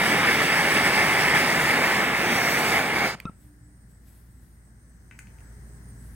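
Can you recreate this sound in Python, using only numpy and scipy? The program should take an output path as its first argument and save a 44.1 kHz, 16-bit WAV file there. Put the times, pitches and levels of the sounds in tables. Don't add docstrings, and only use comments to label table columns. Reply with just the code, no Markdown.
import sys
import numpy as np
from scipy import signal
from scipy.fft import rfft, irfft, next_fast_len
from scipy.io import wavfile
from scipy.ndimage import uniform_filter1d, map_coordinates

SR = 44100
rng = np.random.default_rng(int(sys.argv[2]) if len(sys.argv) > 2 else 0)


def output_pcm(signal):
    pcm = np.clip(np.atleast_2d(signal).T, -1, 1) * 32767
    wavfile.write(sys.argv[1], SR, np.round(pcm).astype(np.int16))


N = 271207

# frequency in Hz, relative level in dB.
RUMBLE_SPECTRUM = [(20, -29.5), (40, -6), (70, 0.5), (130, -3.5), (210, -6), (280, -14), (400, -21.5),
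                   (700, -52)]
AIR_SPECTRUM = [(150, 4.5), (600, 0.5), (1250, -2.5), (1700, 3), (2050, -1), (2400, -13), (3500, -17.5),
                (5300, -9.5), (7300, -12.5), (10200, -18.5), (14000, -17), (15700, -15.5)]
RUSTLE_SPECTRUM = [(2000, -8.5), (7000, -13), (10300, -4.5), (11300, -1.5), (14000, -6.5)]
# frequency in Hz, likeness from -1 to 1.
AIR_LIKENESS = [(200, 0.77), (800, 0.17), (1500, -0.33), (6400, -.1), (7100, 1), (15000, 0.94)]
# frequency in Hz, left over right in dB.
AIR_BALANCE = [(950, 0), (1700, 16), (2050, 15), (2500, 3), (5000, 1), (6200, -7.5), (7000, -0.5)]
# pitch in Hz, rms level in dB before the swell.
MACHINE_HUM = [(57, -54), (118.4, -61)]
# start in seconds, end in seconds, pitch in Hz, typical level in dB.
DISTANT_TONES = [(3.31, 3.846, 295, -63), (5.08, 5.65, 902, -75), (5.417, 6.084, 409.6, -68.5)]
# pitch in Hz, width in Hz, relative level in dB.
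CHORUS_VOICES = [(8270, 320, -5), (8600, 240, -4.5), (8830, 220, -3.5), (9270, 260, -5)]
# pitch in Hz, typical level in dB once they have risen.
INSECT_TRILLS = [(6130, -79), (7833, -84)]
# start in seconds, end in seconds.
CHIRP_BOUTS = [(3.392, 3.95), (4.105, 6.15)]
# middle in seconds, length in seconds, level in dB.
INSECT_BUZZES = [(6.1, .24, -67)]
# crest in seconds, level in dB, fade in dB per second.
RUSTLE_EVENTS = [(3.42, -64, 109.5), (3.91, -69, 139.5), (4.08, -61, 47), (4.43, -71, 69.5),
                 (6.03, -66.5, 13.5)]

# start in seconds, level in dB, low cut in Hz, high cut in Hz,
# left over right in dB, echo in dB, share of the full ring time.
HANDLING_CLACKS = [(5.1112, -34.5, 700, 3000, 4.5, -1, .9), (5.1902, -27, 1350, 15000, 3.5, -2, 0.9),
                   (5.2708, -38.5, 2400, 5000, 4, 1, 0.6), (5.386, -43, 1200, 4800, 5, 0, 0.2),
                   (5.405, -38.5, 2700, 6500, 2, -9, 0.3)]
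# start in seconds, level in dB, high cut in Hz.
TRIGGER_CLICKS = [(3.2003, -28, 4800), (3.2014, -26.5, 15040)]
# frequency in Hz, relative level in dB, seconds to fall 60 dB.
BODY_MODES = [(1540, -1, .024), (1780, 1.5, .018), (2020, 2.5, .018), (2330, -2, .025), (2580, -6, .03),
              (3000, -8, .016), (4350, -13, .01), (6450, -10, .04), (6900, -9, .05), (8330, -9, .06),
              (10300, -14, .05), (12100, -12, .05), (13900, -16, .03)]
TRIGGER_MODES = [(1900, 2, .008), (2400, -1, .012), (3150, 0, .008), (4400, 0, 0.007), (8200, -4, .008),
                 (10900, -3, .007), (12400, -4, .006), (14900, 0, .007)]
TUBE_MODES = [(1090, 4, 0.016), (2580, -3.5, 0.046), (3720, -4, 0.021), (5200, -9, 0.012),
              (6160, -10.5, 0.0098)]
# start in seconds, then base levels of thump, ring and puff in dB.
FLAME_POPS = [(3.1497, -36, -48, -45), (3.254, -26.5, -36.5, -44), (3.265, -45, -66, -36),
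              (3.2945, -35, -57, -43)]
# start in seconds, length in seconds, middle pitch in Hz, level in dB.
TUBE_WHISTLES = [(3.252, 0.015, 1285, -37), (3.263, 0.036, 1342, -34)]

# time in seconds, tube level in dB, hiss level in dB.
TORCH_LEVELS = [(0.1, -22.5, -31.5), (1.25, -22.5, -30.5), (1.6, -24.5, -33.5), (1.85, -23.5, -33.5),
                (2.1, -27.5, -37.5), (2.25, -25.5, -35), (2.5, -26, -32.5), (2.73, -26.5, -33.5),
                (2.84, -27, -38), (2.95, -30, -37)]
# middle in seconds, length in seconds, flame boost in dB, gas boost in dB.
FLAME_FLARES = [(1.364, 0.056, 2.5, 2.5), (3.031, 0.0883, 3, 0)]
# time in seconds, share of the jet that splashes off the steel.
SPLASH_SHARE = [(1.33, 0.07), (1.45, 0.4), (2.15, 0.55), (2.78, 0.6), (2.88, 0.4), (3.03, 0.98)]
# frequency in Hz, relative level in dB.
ROAR_SPECTRUM = [(20, -40.5), (60, -15.5), (100, -8), (140, -1), (230, 0), (450, -2), (700, -2.5),
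                 (1050, -3.5), (1500, -3.5), (2300, -6.5), (2700, -6.5), (3700, -18.5), (4400, -28.5),
                 (8000, -44)]
HISS_SPECTRUM = [(1500, -22.5), (3000, 11.5), (4000, 1), (4750, 10), (5500, 5.5), (6400, 1), (7100, -11.5),
                 (7750, 5.5), (8700, -1), (10700, 1.5), (11500, -9), (12400, -7), (12950, -2), (14000, -8),
                 (15600, -2.5)]
SPLASH_SPECTRUM = [(2000, -23), (3900, 4.5), (4900, 12), (5600, 3), (6700, 4.5), (7400, -0.5), (8400, 2.5),
                   (9500, 4), (10700, -5), (12200, 0), (13400, 0.5), (14200, -2.5), (15600, 0.5)]
# frequency in Hz, width in Hz, relative level in dB.
BURNER_RESONANCES = [(826, 100, -3), (1295, 55, -4), (1750, 104, 0.5), (1864, 530, -3), (2120, 200, 0.5),
                     (2277, 130, -1.5), (2640, 80, -6), (3380, 99, -17), (3727, 110, -13.5)]
# frequency in Hz, likeness from -1 to 1.
TORCH_LIKENESS = [(130, .998), (400, .98), (2200, .96), (3200, .85), (5000, .88), (6100, .5), (7800, .85),
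                  (11500, .6), (15000, .7)]
# frequency in Hz, left over right in dB.
TORCH_BALANCE = [(200, .3), (380, -.5), (700, -3), (1290, 1.7), (2200, -.5), (3050, -6), (3650, 2),
                 (4800, -2), (6100, -9), (7100, -1.5), (8500, -5.5), (10500, .5), (15000, .7)]
SPLASH_BALANCE = [(4000, 2), (4900, -1), (5900, -10), (6800, -12), (8400, -9), (9600, -4), (11000, 3),
                  (13300, -1.5)]
# frequency in Hz, lead of the left microphone in radians.
TORCH_PHASE = [(180, 0), (480, -.45), (950, .1), (1700, -1.1), (2000, -.8), (2600, -1.6), (3050, -1.3),
               (3350, .6), (4200, -1.7), (4800, -2.8), (5350, -3.2), (5900, -4.6), (6500, -6.28)]
# time in seconds, frequency in Hz, depth in dB.
NOZZLE_NOTCH = [(1.36, 5440, 0), (1.499, 5170, 6), (1.85, 5270, 6.5), (2.03, 4364, 6.5), (2.4, 4880, 9),
                (2.65, 5070, 8.5), (2.95, 5600, 2)]
# middle in seconds,
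# length in seconds, frequency in Hz, glide in Hz per second, width in Hz, boost in dB.
SWEPT_HOLLOWS = [(1.75, 0.6, 7600, -1, 169, 6), (1.65, .6, 9200, -300, 350, 4),
                 (2.42, 0.53, 5950, 299, 250, 6.5), (2.2, 0.26, 9350, 1400, 200, 5),
                 (2.7, 0.51, 8200, 1200.5, 240, 4.5), (2.5, 0.16, 13400, -1200, 600, 7),
                 (2.2, .3, 3150, -0.5, 350, 4), (2.83, 0.73, 815, 0, 85.2, 5.5),
                 (3.1, 1.6, 2210, -0.5, 140, 3.5), (3.02, 0.1, 4500, 0, 400, 4)]
# frequency in Hz, rms depth in dB.
MOTTLE_DEPTH = [(1000, .8), (10000, 1.5)]

RUMBLE_DB, AIR_DB, INSECT_DB = -54.5, -64.5, -72
SWELL_S, SWELL_TAKES_S, AIR_LEADS_S = 5.35, 0.93, 0.16
RUMBLE_SWELL_DB, AIR_SWELL_DB, INSECT_SWELL_DB = 6, 6.5, 6
CHORUS_FLICKER_DB, CHORUS_FLICKERS_PER_S = 3.6, 28
CHIRP_EVERY_S, CHIRP_LENGTH_S = 0.273, 0.104
RUSTLE_RISE_DB_PER_S = 265
SCRAPE_S, SCRAPE_LENGTH_S, SCRAPE_DB = 5.45, 0.15, -64
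SCRAPE_HZ, SCRAPE_WIDTH_HZ = 1600, 260
WHISTLE_SAG_HZ_PER_S = 4200
SHUT_S, GAS_LAG_S = 3.059, 0.0336
FLAME_FALL_DB_PER_S, GAS_FALL_DB_PER_S = 154, 159.5
OUT_S, OUT_TAKES_S, OUT_DROP_DB = 3.153, 0.0083, 18
DULL_HZ, DULL_DB_PER_S = 8640, 132
ROAR_DB, ROAR_SWING_SHARE, ROAR_BURN_SHARE = -25.5, 0.3, 0.72
PIPE_ECHO_MS, NOTCH_WIDTH_HZ = .415, 245
TREMOR_PER_S, TREMOR_PITCH_SHARE, TREMOR_DEPTH_SHARE = 11, .022, .45
TOP_HZ = 15850


def amp(db):
    return 10 ** (np.asarray(db) / 20)


def unit(x):
    return x / np.sqrt(np.mean(x ** 2) + 1e-20)


def along(points, hz):
    knots_hz, values = np.transpose(points)
    return np.interp(np.log(hz + 1), np.log(knots_hz + 1), values)


def curves(rows):
    times, *columns = np.transpose(rows)
    return [np.interp(np.arange(N) / SR, times, column) for column in columns]


def wobble(rate):
    return map_coordinates(rng.standard_normal(int(N * rate / SR) + 4), [np.arange(N) * rate / SR])


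def step(middle_s, takes_s):
    return .5 + .5 * np.sin(np.pi * np.clip((np.arange(N) / SR - middle_s) / takes_s, -.5, .5))


def bump(middle_s, length_s):
    return np.exp(-(2 * (np.arange(N) / SR - middle_s) / length_s) ** 2)


def filtered(x, response):
    size = next_fast_len(N + SR // 2)
    return irfft(rfft(x, size) * response(np.fft.rfftfreq(size, 1 / SR)), size)[..., :N]


def colour(points):
    return lambda hz: amp(along(points, hz))


def panned(x, pan_db):
    return x * amp([[pan_db / 2], [-pan_db / 2]])


def rush(response, likeness, balance=((1, 0),), lead=((1, 0),)):
    def spread(hz):
        angle = np.arccos(np.clip(along(likeness, hz), -1, 1)) / 2
        return np.array([np.cos(angle), np.sin(angle)])

    def microphones(hz):
        tilt = amp(along(balance, hz) / 2) * np.exp(.5j * along(lead, hz))
        pair = np.array([tilt, 1 / tilt])
        return response(hz) * pair / np.linalg.norm(pair, axis=0)
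    mid, side = filtered(rng.standard_normal((2, N)), spread)
    return unit(filtered(np.array([mid + side, mid - side]), microphones))


def tones(lines, drift, rate):
    t = np.arange(N) / SR
    return sum(amp(db) * np.sqrt(2) * np.sin(2 * np.pi * hz * t + drift * wobble(rate))
               for hz, db in lines)


def walls(x, t60, dull_hz):
    t = np.arange(SR // 3) / SR
    tail = rng.standard_normal((2, len(t))) * amp(-60 * t / t60) * (t > .006)
    echo = signal.fftconvolve(x, tail / np.linalg.norm(tail[0]), axes=1)[:, :N]
    return filtered(echo, lambda hz: 1 / (1 + 1j * hz / dull_hz))


def far_tones():
    t, out = np.arange(N) / SR, np.zeros(N)
    for start, end, hz, db in DISTANT_TONES:
        fade = np.clip(np.minimum(t - start, end - t) / 0.12, 0, 1)
        out += fade * amp(1.8 * wobble(14)) * tones([(hz, db)], drift=.6, rate=22)
    return out


def yard():
    swell_db = RUMBLE_SWELL_DB * step(SWELL_S, SWELL_TAKES_S)
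    rumble = amp(RUMBLE_DB + swell_db) * rush(colour(RUMBLE_SPECTRUM), [(60, 0.97), (400, 0.82)])
    hum = amp(1.4 * swell_db) * tones(MACHINE_HUM, drift=.45, rate=3.4)
    far = far_tones()
    air_db = AIR_DB + AIR_SWELL_DB * step(SWELL_S - AIR_LEADS_S, SWELL_TAKES_S)
    air = amp(air_db) * rush(colour(AIR_SPECTRUM), AIR_LIKENESS, AIR_BALANCE)
    return rumble + hum + far + air


def insects():
    def voice(pitch_hz, width_hz, likeness):
        return rush(lambda hz: np.exp(-((hz - pitch_hz) / width_hz) ** 2), [(pitch_hz, likeness)])

    def flicker():
        pulses_db = CHORUS_FLICKER_DB * np.tanh(wobble(CHORUS_FLICKERS_PER_S) - .5)
        return unit(amp(pulses_db + 2.6 * wobble(18)))
    level_db = INSECT_DB + INSECT_SWELL_DB * step(SWELL_S, SWELL_TAKES_S)
    chorus = sum(amp(level_db + db) * flicker() * voice(hz, width, 0.26)
                 for hz, width, db in CHORUS_VOICES)
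    trill_rise = np.interp(np.arange(N) / SR, [4.3, 5.1], [.1, 1])
    trills = trill_rise * amp(1.53 * wobble(7.1)) * tones(INSECT_TRILLS, drift=.9, rate=60)
    chirps = sum(bump(s, CHIRP_LENGTH_S)
                 for start, end in CHIRP_BOUTS for s in np.arange(start, end, CHIRP_EVERY_S))
    caller = amp(level_db + 1 + 1.638 * wobble(18)) * chirps * voice(7890, width_hz=190, likeness=1)
    buzz_level = sum(amp(db) * bump(s, length) for s, length, db in INSECT_BUZZES)
    buzz = buzz_level * voice(11050, width_hz=350, likeness=.6)
    return panned(chorus + trills, pan_db=-8.5) + caller + panned(buzz, pan_db=6.5)


def rustles():
    t = np.arange(N) / SR
    level = sum(amp(db - np.maximum(RUSTLE_RISE_DB_PER_S * (s - t), fade * (t - s)))
                for s, db, fade in RUSTLE_EVENTS)
    flutter = amp(0.79 * wobble(40))
    return panned(level * flutter * rush(colour(RUSTLE_SPECTRUM), [(10000, 0.743)]), pan_db=6.5)


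def scrape():
    catches = unit(amp(4.5 * wobble(70)))
    rub = rush(lambda hz: 1 / (1 + ((hz - SCRAPE_HZ) / SCRAPE_WIDTH_HZ) ** 2), [(SCRAPE_HZ, .4)])
    return panned(amp(SCRAPE_DB) * bump(SCRAPE_S, SCRAPE_LENGTH_S) * catches * rub, pan_db=2)


def contact(start_s, db, modes, thin_hz, dull_hz, ring_share):
    age, hit, ring = np.arange(SR // 8) / SR, np.zeros(N), 0
    for hz, mode_db, t60 in modes:
        decay = amp(mode_db + rng.normal(0, 2.0) - 60 * age / (t60 * ring_share))
        blur = rng.uniform(0, 2 * np.pi) + np.cumsum(rng.standard_normal(len(age))) * .8 * hz / SR
        ring += decay * np.sin(2 * np.pi * hz * age + blur)
    crack = rng.standard_normal(len(age)) * amp(-18.5 - 60 * age / .018)
    attack = 1 - np.exp(-age / 0.00014)
    hit[round(start_s * SR):][:len(age)] = amp(db) * (ring / np.abs(ring).max() + crack) * attack
    hit = signal.sosfilt(signal.butter(4, thin_hz, "highpass", fs=SR, output="sos"), hit)
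    return signal.lfilter(*signal.butter(2, dull_hz, fs=SR), hit)


def clacks():
    out = np.zeros((2, N))
    for s, db, thin_hz, dull_hz, pan_db, echo_db, ring_share in HANDLING_CLACKS:
        hit = panned(contact(s, db, BODY_MODES, thin_hz, dull_hz, ring_share), pan_db)
        out += hit + amp(echo_db) * walls(hit, t60=0.26, dull_hz=11980)
    return out


def trigger():
    hits = sum(contact(s, db, TRIGGER_MODES, thin_hz=650, dull_hz=dull_hz, ring_share=0.9)
               for s, db, dull_hz in TRIGGER_CLICKS)
    click = panned(hits, pan_db=-5)
    return click + amp(-16.5) * walls(click, t60=.25, dull_hz=11970)


def whistle():
    t, out = np.arange(N) / SR, np.zeros(N)
    for s, length, hz, db in TUBE_WHISTLES:
        age = np.clip(t - s, 0, length)
        pitch_hz = hz - WHISTLE_SAG_HZ_PER_S * (age - length / 2)
        out += amp(db) * np.sin(np.pi * age / length) * np.sin(2 * np.pi * np.cumsum(pitch_hz) / SR)
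    return out


def flame_out():
    age, pops = np.arange(SR // 8) / SR, np.zeros(N)
    thump_attack, snap_attack = 1 - np.exp(-age / 0.0015), 1 - np.exp(-age / 0.00041)
    for s, thump_db, ring_db, puff_db in FLAME_POPS:
        thump = -amp(thump_db + 12 - 60 * age / 0.024) * np.sin(2 * np.pi * 175 * age)
        ring = sum(amp(ring_db + db - 60 * age / t60) * np.sin(2 * np.pi * hz * age)
                   for hz, db, t60 in TUBE_MODES)
        low_noise = unit(signal.lfilter(*signal.butter(5, 950, fs=SR), rng.standard_normal(len(age))))
        puff = amp(puff_db - 60 * age / 0.028) * low_noise
        pops[round(s * SR):][:len(age)] += thump * thump_attack + (ring + puff) * snap_attack
    direct = panned(pops + whistle(), pan_db=1.6)
    return direct + amp(-21) * walls(direct, t60=.25, dull_hz=4000)


def valve():
    since_shut = np.arange(N) / SR - SHUT_S
    flare_db = sum(db * bump(s, length) for s, length, db, _ in FLAME_FLARES)
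    spurt_db = sum(db * bump(s, length) for s, length, _, db in FLAME_FLARES)
    drop_db = OUT_DROP_DB * step(OUT_S, OUT_TAKES_S)
    burn_db = flare_db - FLAME_FALL_DB_PER_S * np.maximum(since_shut, 0) - drop_db
    gas_db = spurt_db - GAS_FALL_DB_PER_S * np.maximum(since_shut - GAS_LAG_S, 0) - 0.67 * drop_db
    return burn_db, gas_db


def near_echoes(x, count, strength, sway_samples):
    out = x.copy()
    for side, direct in enumerate(x):
        for _ in range(count):
            delay = PIPE_ECHO_MS * SR / 1000 * rng.uniform(2.5, 10) + sway_samples * wobble(3)
            out[side] += strength * map_coordinates(direct, [np.arange(N) - delay], order=3)
    return out


def mottle(shape):
    field = rng.standard_normal(shape)
    return unit(uniform_filter1d(uniform_filter1d(field, size=3, axis=0), size=24, axis=1))


def moving_nozzle(x):
    hz, t, spectra = signal.stft(x, SR, nperseg=512, noverlap=384)

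    def tremor(share):
        return 1 + share * np.interp(t * SR, np.arange(N), wobble(TREMOR_PER_S))

    def band(centre_hz, width_hz):
        strength = tremor(TREMOR_DEPTH_SHARE)
        offset_hz = hz[:, None] - centre_hz * tremor(TREMOR_PITCH_SHARE)
        return strength * np.exp(-(offset_hz / width_hz) ** 2)
    gain_db = sum(db * np.exp(-(2 * (t - s) / length) ** 2) * band(centre + glide * (t - s), width)
                  for s, length, centre, glide, width, db in SWEPT_HOLLOWS)
    times, notch_hz, depth_db = np.transpose(NOZZLE_NOTCH)
    notch_db = np.interp(t, times, depth_db) * band(np.interp(t, times, notch_hz), NOTCH_WIDTH_HZ)
    gain_db += along(MOTTLE_DEPTH, hz)[:, None] * mottle(gain_db.shape)
    spectra -= spectra.mean(axis=0) * (1 - amp(-notch_db))
    return signal.istft(spectra * amp(gain_db), SR, nperseg=512, noverlap=384)[1][:, :N]


def turbulence(response, balance=TORCH_BALANCE):
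    return rush(response, TORCH_LIKENESS, balance, TORCH_PHASE)


def gas_jet(level_db):
    share = curves(SPLASH_SHARE)[0]
    free_jet = np.sqrt(1 - share) * turbulence(colour(HISS_SPECTRUM))
    splash = np.sqrt(share) * amp(1.5) * turbulence(colour(SPLASH_SPECTRUM), SPLASH_BALANCE)
    hiss = amp(level_db + 0.68 * wobble(23)) * (free_jet + splash)
    top = filtered(hiss, lambda hz: 1 - 1 / (1 + (hz / DULL_HZ) ** 10))
    top_lost = 1 - amp(-DULL_DB_PER_S * np.maximum(np.arange(N) / SR - SHUT_S, 0))
    return near_echoes(hiss - top * top_lost, count=4, strength=.16, sway_samples=1.1)


def burner_response(hz):
    return np.sqrt(sum(amp(db) ** 2 / (1 + 2 * ((hz - centre) / width) ** 2) ** 2
                       for centre, width, db in BURNER_RESONANCES))


def torch():
    tube_db, hiss_db = curves(TORCH_LEVELS)
    burn_db, gas_db = valve()
    flutter_db = 0.49 * wobble(24.11)
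    swing_db = tube_db - np.mean(TORCH_LEVELS, axis=0)[1]
    roar_db = ROAR_DB + ROAR_SWING_SHARE * swing_db + ROAR_BURN_SHARE * burn_db
    roar = amp(roar_db + flutter_db + 0.22 * wobble(39.86)) * turbulence(colour(ROAR_SPECTRUM))
    tube = amp(tube_db + burn_db + flutter_db + 0.77 * wobble(60)) * turbulence(burner_response)
    hiss = gas_jet(hiss_db + gas_db + .5 * flutter_db)
    return moving_nozzle(roar + tube + hiss)


def scene():
    return torch() + flame_out() + trigger() + clacks() + scrape() + rustles() + yard() + insects()


def record(dry):
    return filtered(dry, lambda hz: hz < TOP_HZ)


dry = scene()
out = record(dry)
output_pcm(out)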